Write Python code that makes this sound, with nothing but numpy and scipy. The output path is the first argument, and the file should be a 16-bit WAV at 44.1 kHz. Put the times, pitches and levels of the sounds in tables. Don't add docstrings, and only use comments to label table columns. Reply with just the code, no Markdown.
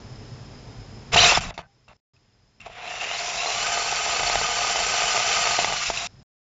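import sys
import numpy as np
from scipy import signal
from scipy.io import wavfile

SR = 44100
rng = np.random.default_rng(int(sys.argv[2]) if len(sys.argv) > 2 else 0)


def linear_from_db(decibels):
    return 10 ** (np.asarray(decibels, float) / 20)


def to_wav(sig):
    pcm = np.clip(np.atleast_2d(sig), -1, 1) * 32767
    pcm = np.round(pcm).astype(np.int16)
    wavfile.write(sys.argv[1], SR, pcm.T)


N = 284352


def evened(x):
    return x / np.sqrt(np.mean(x ** 2) + 1e-20)


def law(points, x):
    at, *columns = np.transpose(points)
    return [np.interp(x, at, column) for column in columns]


def over_time(rows):
    return law(rows, np.arange(N) / SR)


def during(tables):
    t, gate, curves = np.arange(N) / SR, np.zeros(N), np.zeros((len(tables[0][0]) - 1, N))
    for rows in tables:
        inside = (t >= rows[0][0]) & (t < rows[-1][0])
        gate = np.maximum(gate, inside)
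        curves = np.where(inside, over_time(rows), curves)
    return gate, curves


def shape(points):
    f, db = np.transpose(points)
    return lambda hz: linear_from_db(np.interp(np.log(hz + 1), np.log(f), db))


def humps(hz, modes):
    return sum(linear_from_db(2 * db) / (1 + (2 * (hz - f) / width) ** 2) ** 2 for f, width, db in modes)


def coloured(x, gain):
    log_gain = np.log(gain(abs(np.fft.fftfreq(8192, 1 / SR))) + 1e-6)
    taps = np.fft.ifft(np.exp(np.conj(signal.hilbert(log_gain)))).real[:4096]
    return signal.oaconvolve(x, taps)[:len(x)]


def drift(per_s):
    b, a = signal.butter(2, per_s, fs=SR)
    return evened(signal.lfilter(b, a, rng.standard_normal(N)))


def fuzzy_tone(hz, width_hz):
    wander = drift(width_hz / 2) + 1j * drift(width_hz / 2)
    return (wander * np.exp(2j * np.pi * np.cumsum(hz) / SR)).real


# f/Hz, level/dB per Hz
TRAFFIC = [(12, -29.5), (20, -12.5), (43, -2.5), (74, -7), (123, 3.5), (167, -14), (208, -8.5),
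           (345, -18.5), (406, -13.5), (517, -20.5), (744, -21), (1110, -27), (2500, -40), (3250, -57),
           (5500, -120)]
# f/Hz, width/Hz, level/dB over the traffic
ENGINE_HUM = (140, 7, -15)
# f/Hz, level/dB per Hz
HISS = [(500, -7.5), (2000, -8), (4200, -11), (7500, -14.5)]
# f/Hz, width/Hz, level/dB over the hiss
CRICKETS = (5130, 330, -7)
# t/s, level/dB
LINK_GAIN = [(0, 0.5), (1.11, 0), (1.2, 2), (1.53, -27.5), (1.7, -16), (2.59, -15.5), (6.06, -8),
             (6.075, -8.5), (6.3, -9.5)]


def night(lumpy_db=1.0):
    gain_db, = over_time(LINK_GAIN)
    traffic_db, hiss_db = -38 + 1.41 * gain_db, -50.5 + gain_db
    traffic = evened(coloured(rng.standard_normal(N), shape(TRAFFIC)) * linear_from_db(lumpy_db * drift(7.8)))
    hum_hz, hum_width_hz, hum_db = ENGINE_HUM
    traffic += linear_from_db(hum_db) * fuzzy_tone(np.full(N, hum_hz), hum_width_hz)
    hz, width_hz, db = CRICKETS
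    chorus = fuzzy_tone(hz + 40 * drift(2.3), width_hz) * linear_from_db(db + 1.2 * drift(27))
    hiss = evened(coloured(rng.standard_normal(N), shape(HISS))) + chorus
    return linear_from_db(traffic_db) * traffic + linear_from_db(hiss_db) * hiss


# f/Hz, level/dB per Hz
WOBBLE = [(12, -39.5), (20, 1), (43, 9.5), (81, 1.5), (114, 4.5), (145, 1), (177, 4), (226, -3.5),
          (253, -12.5), (344, -18), (380, -20), (490, -25.5), (840, -120)]
# t/s, level/dB, t60/s
JOLTS = [(1.13, -20, 0.71), (1.363, -22, 0.3), (1.448, -27, 0.27), (1.584, -38.5, 0.25), (1.89, -50, 0.21),
         (2.25, -58, .3), (2.43, -57.5, 0.32), (2.6, -48, 1.07), (3.499, -49, .6), (4.09, -41, 0.25),
         (4.19, -38, 1.5), (4.349, -33.5, 0.76), (4.79, -42, .3), (5.4, -39, 0.36), (5.5, -33, 0.16),
         (5.585, -34.5, .9), (5.879, -37.5, 1.2), (6.05, -45, .3), (6.125, -49, 0.47), (6.19, -54.5, 0.46)]


def rocking(lumpy_db=-0.5):
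    t = np.arange(N) / SR
    rise_s, rock_db = 0.005, -21.5
    drive_end = DRIVE[-1][0]
    gate, (level_db, coarse_db) = during([DRIVE])
    power = gate * linear_from_db(2 * (level_db + rock_db + .7 * coarse_db))
    for s, db, t60 in JOLTS:
        rise = np.clip((t - s) / rise_s, 0, 1) ** 2
        heard = (t < drive_end) | (s > drive_end)
        power = power + rise * linear_from_db(2 * (db - 60 * abs(t - s) / t60)) * heard
    thuds = coloured(rng.standard_normal(N), shape(WOBBLE)) * linear_from_db(lumpy_db * drift(21.0))
    return np.sqrt(power) * evened(thuds)


def ring(modes, detune):
    t = np.arange(6000) / SR
    x = sum(linear_from_db(db - 60 * t / t60) * np.sin(2 * np.pi * hz * d * t) for (hz, db, t60), d in zip(modes, detune))
    x = x * (1 - np.exp(-t / .0004))
    return x / abs(x).max()


# t/s, peak level/dB
TICKS = [
    (1.542, -39),
    (1.553, -46),
    (1.884, -40.5),
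    (2.164, -51.5),
    (2.604, -33),
    (2.614, -32.5),
    (2.666, -34),
    (2.876, -26),
    (5.973, -14),
]
# f/Hz, level/dB, t60/s
TICK_MODES = [(2670, -2.5, 0.03), (3620, -6, .008), (5480, -6, .006), (6100, -9, 0.0045),
              (7100, -5, 0.0055), (1500, -11, .008)]


def ticks():
    out = np.zeros(N + SR)
    detunes = rng.uniform(.97, 1.03, (len(TICKS), len(TICK_MODES)))
    for (s, db), detune in zip(TICKS, detunes):
        click = ring(TICK_MODES, detune)
        out[round(s * SR):][:len(click)] += linear_from_db(db) * click
    return out[:N]


# f/Hz, level/dB per Hz
SCRUB = [(250, -33), (420, -8), (1000, -2.5), (1500, -4.5), (2200, -9), (5000, -7.5), (7500, -23.5)]
# f/Hz, level/dB per Hz
SCRAPE = [(300, -20.5), (600, 8.5), (1200, 6), (2500, -7.5), (3500, -23), (7500, -28)]


def scrub(grain_db=-2.0):
    rubber = rng.standard_normal(N) * linear_from_db(grain_db * drift(600.0))
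    skid, (skid_db,) = during([SPIN])
    drags = [[(s, db - treble), (s + length, db - treble - fall)] for s, length, db, fall, treble in SHUDDERS]
    rest, (rest_db,) = during(drags)
    skid_hiss = skid * linear_from_db(skid_db - 7) * evened(coloured(rubber, shape(SCRUB)))
    return skid_hiss + rest * linear_from_db(rest_db - 7.5) * evened(coloured(rubber, shape(SCRAPE)))


# t/s, length/s, multiple of the mesh, level/dB
SQUEALS = [(1.165, .018, 3.95, -16), (1.186, .011, 3.95, -14), (1.176, .014, 5.4, -19),
           (1.192, .03, 4.7, -17), (1.222, .014, 4.25, -17), (1.212, .014, 3.05, -19),
           (1.23, .02, 3.1, -19), (1.255, .03, 3.3, -21), (1.23, .016, 6.25, -21), (1.24, .05, 5.1, -21),
           (1.263, .022, 2, -18), (1.283, .039, 2, -16), (1.288, .017, 3.85, -20), (1.347, .015, 3, -21),
           (1.347, .015, 2, -21)]
# t/s, length/s, f/Hz, level/dB
HELD = [
    (1.24, .017, 3770, -14),
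    (1.198, .028, 5850, -20),
    (1.265, .025, 7375, -21),
    (1.442, .014, 3850, -36),
    (1.61, .065, 1540, -58),
    (1.61, .16, 800, -67),
    (5.81, .035, 1210, -29),
    (5.99, .078, 690, -35),
]


def squeals():
    out, rough = np.zeros(N), linear_from_db(3.5 * drift(220) - 2.5)
    mesh_hz, = over_time(SPIN_SPEED)
    for rows, pitch in ((SQUEALS, mesh_hz), (HELD, np.ones(N))):
        for start, length, k, db in rows:
            at = slice(round(start * SR), round((start + length) * SR))
            glide = np.sin(2 * np.pi * np.cumsum(k * pitch[at]) / SR)
            out[at] += linear_from_db(db) * np.sqrt(2) * glide * signal.windows.tukey(len(glide), .6)
    return out * rough


# f/Hz, level/dB, t60/s
KNOCK_LOW = [(470, -11, .018), (715, 0, .018), (850, -2, .018), (1200, -6, .012), (800, -34, .3),
             (1520, -30, .15)]
KNOCK_HIGH = [(2060, 2, 0.007), (2860, -2, 0.004), (3578, -9, 0.016), (5170, -7, .004),
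              (6790, -10.5, 0.0023)]


def blows(rows, gain_db, brightest_db):
    out = np.zeros(N + SR)
    detunes = rng.uniform(.95, 1.05, (len(rows), len(KNOCK_LOW) + len(KNOCK_HIGH)))
    for (s, db, bright_db), detune in zip(rows, detunes):
        bright_db = min(bright_db, brightest_db)
        low = ring(KNOCK_LOW, detune) * min(1, linear_from_db(-3.0 * (bright_db + 10.0)))
        blow = low + linear_from_db(bright_db) * ring(KNOCK_HIGH, detune[len(KNOCK_LOW):])
        out[round(s * SR):][:len(blow)] += linear_from_db(db + gain_db) * blow
    return out[:N]


# t/s, peak level/dB, bright part level/dB
KNOCKS = [(1.16, -1, -18), (1.168, -2.5, -8), (1.322, -4, -41.5), (1.374, -3, -22), (1.491, -30, -12),
          (1.507, -19.5, -9), (1.578, -13.5, -8), (1.591, -19.5, -29), (1.914, -40, -11.5),
          (2.657, -41, -1.5), (5.589, -2, -8.5), (5.645, -0.5, -8), (5.901, -8, -17)]


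def knocks():
    high_pass = signal.butter(2, 230, "high", fs=SR, output="sos")
    return signal.sosfilt(high_pass, blows(KNOCKS, 0.1, 6.0))


# t/s, peak level/dB
STONES = [(3.034, -18.5), (3.113, -12.5), (3.459, -8.5), (3.501, -13.5), (3.605, -21.5), (3.775, -8.5),
          (3.925, -11), (4.063, -11), (4.084, -11.5), (4.166, -16), (4.195, -5.5), (4.232, -7), (4.28, -11),
          (4.298, -5), (4.339, -13), (4.355, -1.5), (4.413, -6.5), (4.758, -5.5), (4.79, -7.5),
          (4.916, -15), (5.02, -9), (5.037, -14), (5.146, -7.5), (5.176, -5.5), (5.202, -10.5),
          (5.453, -10.5), (5.473, -7), (5.51, -9), (5.696, -10.5), (5.724, -7)]


def stones(count=150, bright_db=-8.5, pebble_bright_db=-10.0):
    when, size = rng.random((count, 2)).T
    start, end = DRIVE[0][0], DRIVE[-1][0]
    s = start + (np.arange(count) + when) / count * (end - start)
    level_db, coarse_db = law(DRIVE, s)
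    pebble_db = level_db + coarse_db + 2.5 + 5 * (2 * size - 1)
    rows = [(at, db, bright_db) for at, db in STONES]
    rows += [(at, db, pebble_bright_db) for at, db in zip(s, pebble_db)]
    return signal.sosfilt(signal.butter(3, 400, "high", fs=SR, output="sos"), blows(rows, -.5, 0))


# t/s, gear mesh f/Hz
SPIN_SPEED = [(1.12, 400), (1.165, 630), (1.215, 900), (1.245, 1010), (1.285, 1320), (1.31, 1350),
              (1.35, 1770), (1.385, 1600), (1.47, 1200)]
DRIVE_SPEED = [(2.6, 300), (2.75, 700), (2.9, 910), (3.1, 980), (3.3, 1230), (3.55, 1450), (3.7, 1520),
               (5.5, 1520), (5.65, 1480), (5.83, 1470), (5.93, 1250), (6.0, 1300)]
SECOND_MOTOR = (1.04, .97)
# mesh f/Hz, whine over rasp level/dB, low orders level/dB, top orders level/dB
WHINE = [(300, -20, -20, -8), (700, -12, -20, -12), (870, -5, -20, -15), (1000, -4, -20, -16),
         (1250, -9, -12, -11), (1520, -10, -1.5, -3)]
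# multiple of the mesh, width/Hz, level/dB
LOW_ORDERS = [(.55, 60, -10), (.815, 70, -4), (1, 65, -6.5)]
# width/Hz, level/dB
LOUD_ORDERS = [(170, -2.5), (260, -4)]
TOP_ORDERS_DB = [4, 1.5, -8.5, -3.5, -13]
# f/Hz, width/Hz, level/dB
PANELS = [(2810, 200, -2), (3025, 230, -3.5), (3830, 290, 2.5), (4060, 220, 6.5), (4458, 400, 1),
          (5180, 120, -3.5), (6320, 900, -7.5), (7376, 110, 2.5)]


def gears():
    mesh_hz, = over_time(SPIN_SPEED + DRIVE_SPEED)
    skidding = np.arange(N) / SR < DRIVE_SPEED[0][0]
    whine_db, low_db, top_db = law(WHINE, mesh_hz)
    smooth_db = np.minimum(over_time(DRIVE)[1], 0)
    whine_db = np.where(skidding, -9, whine_db + 0.55 * smooth_db)
    top_db = np.where(skidding, -1.5, top_db)
    low_db = low_db - 4.9 * skidding
    first_hz = mesh_hz * (1 + .012 * drift(30))
    second_hz = mesh_hz * np.where(skidding, *SECOND_MOTOR) * (1 + .022 * drift(30))

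    def order(hz, width_hz, flicker_db):
        return fuzzy_tone(hz, width_hz) * linear_from_db(flicker_db * drift(25))

    low = sum(linear_from_db(db) * order(k * first_hz, width, 1.5) for k, width, db in LOW_ORDERS)
    loud_hz = [2 * first_hz, 3 * second_hz]
    high = sum(linear_from_db(db) * order(hz, width, 3) for hz, (width, db) in zip(loud_hz, LOUD_ORDERS))
    top = sum(linear_from_db(db) * order(k * second_hz, 70 * k, 3) for k, db in zip(range(4, 9), TOP_ORDERS_DB))
    high += linear_from_db(top_db) * top
    high = coloured(high, lambda hz: np.sqrt(0.024 + humps(hz, PANELS)))
    return linear_from_db(whine_db) * (linear_from_db(low_db) * low + high)


# t/s, shell vibration level/dB
SPIN = [(1.119, -38), (1.133, -21.5), (1.146, -13.5), (1.159, -28.5), (1.165, -15.5), (1.3, -14.5),
        (1.367, -22.5), (1.376, -19.5), (1.402, -39)]
# t/s, length/s, level/dB, fall/dB, treble share level/dB
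SHUDDERS = [
    (1.406, 0.066, -32, 4, -3),
    (1.474, 0.048, -38.5, 1, -4),
    (1.507, 0.027, -52, 8, -16),
    (1.54, .033, -48, 7.5, -2),
    (1.577, 0.044, -37.5, 13.5, -9.5),
    (1.625, 0.041, -58.5, 20, -19),
    (1.88, 0.055, -55.5, 4, -11.5),
]
# t/s, shell vibration level/dB, coarseness of the asphalt level/dB
DRIVE = [(2.6, -48, -8.5), (2.645, -49, -7), (2.665, -38, 12), (2.69, -48.5, 8), (2.752, -41, -0.5),
         (2.795, -37.5, 6), (3.08, -30, -0.5), (3.5, -26, 1.5), (4.3, -24.5, 1), (5.47, -21.5, -1),
         (5.67, -23.5, 0), (5.73, -26.5, 3), (5.755, -26.5, -0.5), (5.84, -24.5, -8.5), (5.895, -24, -11.5),
         (5.92, -31.5, -1.5), (5.983, -27, -4), (6.071, -30.5, -5.5)]
# mesh f/Hz, treble share level/dB
ROLL_TREBLE = [(500, -13), (760, -15.5), (930, -7), (1150, -3), (1500, -3)]


def motion():
    spin = [(s, db, -13, -5.5) for s, db in SPIN]
    rests = [[(s, db, -13.5, treble), (s + length, db - fall, -13.5, treble - 4)]
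             for s, length, db, fall, treble in SHUDDERS]
    roll = [(s, db, -13.5 + coarse, 0) for s, db, coarse in DRIVE]
    gate, (level_db, low_db, treble_db) = during([spin, *rests, roll])
    rolling = np.arange(N) / SR >= DRIVE[0][0]
    roll_treble_db, = law(ROLL_TREBLE, *over_time(DRIVE_SPEED))
    return gate, (level_db, np.minimum(low_db, 0), treble_db + rolling * roll_treble_db)


# f/Hz, width/Hz, level/dB
SHELL = [(420, 9.7, -10.5), (470, 38, -6.5), (703, 60, 4.5), (800.7, 28, -3), (1184, 890, -9),
         (2140, 590, -8), (2598, 380, -3), (3544, 57, -3), (3600, 220, -9.5), (5010, 800, 0),
         (5670, 680, 2), (7165, 230, 5)]
# f/Hz, level/dB
SHELL_BETWEEN = [(100, -40), (375, -44), (400, -15.5), (1700, -13), (3300, -6.5), (6600, -1), (8000, -6.5)]


def shell(hz):
    return np.sqrt(humps(hz, SHELL) + shape(SHELL_BETWEEN)(hz) ** 2)


def motors(grain_db=1.5, throb_db=1.03):
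    grit = evened(rng.standard_normal(N) * linear_from_db(grain_db * drift(660.0)))
    shaken = coloured(grit + gears(), shell)
    low = signal.sosfiltfilt(signal.butter(4, 1000, fs=SR, output="sos"), shaken)
    treble = signal.sosfiltfilt(signal.butter(4, 3300, "high", fs=SR, output="sos"), shaken)
    gate, (level_db, low_db, treble_db) = motion()
    middle_share = np.clip(1 - linear_from_db(2 * low_db) - linear_from_db(2 * treble_db), .2, 1)
    beads_db = 2.5 * drift(85) - .5
    mix = linear_from_db(low_db + 5.5 + beads_db) * evened(low)
    mix += linear_from_db(treble_db) * evened(treble)
    mix += np.sqrt(middle_share) * evened(shaken - low - treble)
    return gate * linear_from_db(level_db + throb_db * drift(38.0)) * mix


def scene():
    robot = rocking() + ticks() + scrub() + squeals() + knocks() + stones() + motors()
    return (night() + robot)[None]


def top_cut(x):
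    return signal.sosfilt(signal.butter(12, 9040, fs=SR, output="sos"), x)


# t/s from, t/s to, level/dB
DROPOUTS = [
    (1.967, 2.002, -16),
    (2.001, 2.135, -200),
    (6.23, 6.5, -200),
]


def record(dry):
    t = np.arange(N) / SR
    link_hz = 16000
    x = dry[0] / (1 + (abs(dry[0]) / .55) ** 4) ** .25
    for start, end, db in DROPOUTS:
        x = np.where((t > start) & (t < end), x * linear_from_db(db), x)
    band = [(20, -5.0), (7330, -0.5), (7500, -8.5), (7800, -33), (7900, -87.5), (22000, -110)]
    x = coloured(x, shape(band))
    mirror = 2 * x * np.cos(2 * np.pi * link_hz * t)
    leak = [(20, -110), (7900, -110), (8100, 4.5), (8400, -12.0), (8660, -21.0), (9000, -37.0),
            (9200, -49), (9400, -110)]
    mix = (x + coloured(mirror, shape(leak)))[None]
    return top_cut(mix)


dry = scene()
out = record(dry)
to_wav(out)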